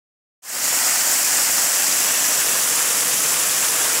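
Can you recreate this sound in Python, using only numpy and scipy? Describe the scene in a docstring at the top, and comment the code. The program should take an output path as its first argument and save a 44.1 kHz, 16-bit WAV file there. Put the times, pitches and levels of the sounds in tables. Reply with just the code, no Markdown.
"""Water under pressure fans out of an open pipe end and beats on leaves and soil, outdoors.
After a short silence the spray fades in, mono and close to the nozzle: the jet hisses, fine droplets
crackle in it, heavier slugs splat on the ground and tiny bubbles ring. From about 1.5 s the microphone
backs away along the pipe, and at 1.9 s one larger bubble plinks. By 2.8 s the move has settled:
the hiss is softer, the body fuller, and the water runs on to the end."""
import sys
import numpy as np
from scipy import signal
from scipy.fft import rfft, irfft
from scipy.io import wavfile
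from scipy.ndimage import uniform_filter1d, map_coordinates

SR = 44100
rng = np.random.default_rng(int(sys.argv[2]) if len(sys.argv) > 2 else 0)


def store_pcm(level_fs):
    """Save levels as 16-bit WAV."""
    pcm = np.round(np.clip(level_fs, -1, 1) * 32767).astype(np.int16)
    wavfile.write(sys.argv[1], SR, np.atleast_2d(pcm).T)


N = 176400

# Tone of the spray beside the nozzle: frequency_hz, relative_gain_db
NOZZLE_EQ = [(20, -36), (45, -37), (90, -24.5), (155, -17), (290, -12), (420, -15), (520, -11), (720, -8),
             (1130, -9), (1400, -7), (1900, -5.5), (2250, -8), (2950, -9), (3700, -14), (4600, -7),
             (5500, -3), (6150, -4), (7200, 1), (7750, -0.9), (8200, -1), (9400, -7), (10600, -6.5),
             (11900, -9.5), (13900, -8), (15700, -11)]
# Tone of the spray beside the valve: frequency_hz, relative_gain_db
VALVE_EQ = [(20, -36), (45, -39), (90, -21.5), (155, -17), (270, -10.5), (390, -14), (650, -6), (800, -9.5),
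            (1150, -9.5), (1800, -6), (2250, -10), (2700, -7), (3300, -9.5), (4000, -12.5), (5000, -7.5),
            (5800, -2.5), (6650, -4), (7300, -0.8), (7700, -0.3), (8400, -6), (8950, -9.5), (9450, -5.5),
            (10700, -6.5), (12100, -10), (13700, -9), (15100, -12), (15700, -14)]
# Tone of the spray from behind, further along the pipe: frequency_hz, relative_gain_db
PIPE_EQ = [(20, -34), (45, -37), (90, -22.5), (160, -11.5), (230, -14), (320, -10), (380, -12), (490, -5.5),
           (590, -11.5), (660, -7.5), (760, -9), (1050, -7.5), (1770, -5.5), (2150, -7), (3400, -9),
           (4100, -11.5), (5700, -4), (6500, -3.5), (7400, -0.5), (8800, -4.5), (9700, -4.5), (11000, -4),
           (12000, -11), (13700, -8), (15000, -12.5), (15700, -12.5)]
# The microphone's move: time_s, position (0 nozzle, 1 valve, 2 further along the pipe)
MIC_PATH = [(.7, 0.05), (1.45, 0.16), (1.85, 0.67), (2.35, 1.2), (2.8, 1.95), (4, 1.8)]
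# Strength of the flow, a fader on the whole spray: time_s, level_db
FLOW_FADER = [(.7, -17.5), (1.2, -17.5), (1.75, -17.5), (2.3, -17), (2.8, -18), (3.3, -17.9), (4, -17.5)]
# Trim on the jet's hiss and crackle: time_s, gain_db
JET_TRIM = [(.6, -.7), (1.1, 0.23), (1.75, 0.53), (2.3, 0.1), (2.8, 0), (3.3, -0.2), (4, -0.5)]
# Lag of the ground bounce behind the direct sound: time_s, delay_ms
BOUNCE_DELAY = [(.5, 1.55), (1.3, 1.3), (2.1, 1.8), (2.4, 1.85), (2.8, 1.65), (3.4, 1.6), (4, 2.05)]
# Single loud bubbles: start_s, pitch_hz, level_db
PLINKS = [(1.9237, 4800, -11)]

CROSSOVER_HZ = 3850  # splatter lies below, hiss above
HISS_DB, DROPLETS_DB, WASH_DB, SPLATS_DB, BUBBLES_DB = -2, -4, -2.5, -4, -16.5  # balance before EQ


def jet():
    """The sheet of water hisses and sputters while its fine droplets tick."""
    hiss = amp(HISS_DB) * turbulence()
    droplets = amp(DROPLETS_DB) * unit(impacts(per_s=7000, spread_db=3))
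    sputter = flutter(depth_db=0.46, rate_hz=90)
    return crossover((hiss + droplets) * sputter, "high") * amp(curve(JET_TRIM))


def splatter():
    """Water churns on the soil and heavier drops slap the leaves."""
    wash = amp(WASH_DB) * turbulence()
    splats = amp(SPLATS_DB) * unit(impacts(per_s=1800, spread_db=2.5))
    churn = flutter(depth_db=0.6, rate_hz=40)
    return crossover((wash + splats) * churn, "low")


def bubbles(low_hz=850, high_hz=5000, pitches=30, per_s=400, decay_cycles=12, glide=0.041):
    """Small bubbles ring briefly, each bending up in pitch."""
    fizz, t = np.zeros(N), np.arange(2048) / SR
    for hz in np.geomspace(low_hz, high_hz, pitches):
        age = t * hz / decay_cycles
        bend = 1 + glide * np.tanh(age / 2)
        ring = np.exp(-age) * np.sin(2 * np.pi * hz * t * bend)
        triggers = impacts(per_s / pitches, spread_db=3)
        fizz += np.sqrt(hz) * signal.oaconvolve(triggers, ring)[:N]  # lift the short, high rings
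    return amp(BUBBLES_DB) * unit(fizz)


def plink(start_s, pitch_hz, level_db, attack_s=0.0005, decay_s=0.002):
    """One larger bubble rings out of the spray."""
    t = np.maximum(np.arange(N) / SR - start_s, 0)
    envelope = np.minimum(t / attack_s, 1) * np.exp(-t / decay_s)
    return amp(level_db) * envelope * np.sin(2 * np.pi * pitch_hz * t)


def ground_bounce(direct, gain=0.081, cutoff_hz=3500):
    """The ground throws back a faint, dull copy of the spray, with a drifting delay."""
    delay_samples = curve(BOUNCE_DELAY) * SR / 1000
    delayed = map_coordinates(direct, [np.arange(N) - delay_samples], order=3)
    return gain * signal.sosfiltfilt(signal.butter(1, cutoff_hz, fs=SR, output="sos"), delayed)


def moving_mic(water):
    """Backing along the pipe crossfades three perspectives on the same water."""
    views = [equalise(water, eq) for eq in (NOZZLE_EQ, VALVE_EQ, PIPE_EQ)]
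    position = curve(MIC_PATH)
    blend = sum(np.maximum(1 - abs(position - k), 0) * view for k, view in enumerate(views))
    return blend / np.std(views[0])


def turbulence(patch_db=1.0, frame=256):
    """Noise with short-lived brighter and duller patches."""
    spectra = signal.stft(rng.standard_normal(N), nperseg=frame)[2]
    patches = uniform_filter1d(rng.standard_normal(spectra.shape), size=6, axis=0)  # smear in frequency
    patches = unit(uniform_filter1d(patches, size=12, axis=1))  # and in time
    return unit(signal.istft(spectra * amp(patch_db * patches), nperseg=frame)[1][:N])


def impacts(per_s, spread_db):
    """Random clicks, many small and a few large."""
    strength = amp(spread_db * np.minimum(rng.exponential(1, N), 5))
    return strength * rng.choice([-1, 1], N) * (rng.random(N) < per_s / SR)


def flutter(depth_db, rate_hz):
    """A gain that wobbles at random, up to about the given rate."""
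    hz = np.fft.rfftfreq(N, 1 / SR)
    spectrum = rfft(rng.standard_normal(N)) * hz / (hz + 2) / (1 + (hz / rate_hz) ** 2)
    return amp(depth_db * unit(irfft(spectrum, N)))


def equalise(x, eq, size=4096):
    """Minimum-phase EQ, so that clicks keep their sharp attack."""
    hz, db = np.transpose(eq)
    bins_hz = abs(np.fft.fftfreq(size, 1 / SR))
    log_gain = np.log(amp(np.interp(np.log(bins_hz + 1), np.log(hz), db)))
    taps = np.fft.ifft(np.exp(np.conj(signal.hilbert(log_gain)))).real
    return signal.oaconvolve(x, taps[:size // 2])[:N]


def crossover(x, band):
    """Keeps the low or the high band."""
    return signal.sosfilt(signal.butter(3, CROSSOVER_HZ, band, fs=SR, output="sos"), x)


def curve(points):
    """An automation curve, one value per sample."""
    return np.interp(np.arange(N) / SR, *np.transpose(points))


def amp(db):
    """Decibels to gain."""
    return 10 ** (np.asarray(db) / 20)


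def unit(x):
    """Scales to rms 1."""
    return x / np.sqrt(np.mean(x ** 2) + 1e-20)


def scene():
    """The gently surging spray, its ground bounce and the plink, alike on both channels."""
    water = (jet() + splatter() + bubbles()) * flutter(depth_db=0.3, rate_hz=8.9)
    direct = moving_mic(water) * amp(curve(FLOW_FADER))
    mono = direct + ground_bounce(direct) + sum(plink(*row) for row in PLINKS)
    return np.array([mono, mono])


def record(dry, fade_start_s=0.42, fade_s=0.28, cutoff_hz=15780):
    """A linear fade-in from silence, then a steep high cut."""
    fade = np.clip((np.arange(N) / SR - fade_start_s) / fade_s, 0, 1)
    high_cut = signal.firwin(801, cutoff_hz, window=("kaiser", 9), fs=SR)
    return signal.oaconvolve(dry * fade, high_cut[None], "same")


dry = scene()
out = record(dry)
store_pcm(out)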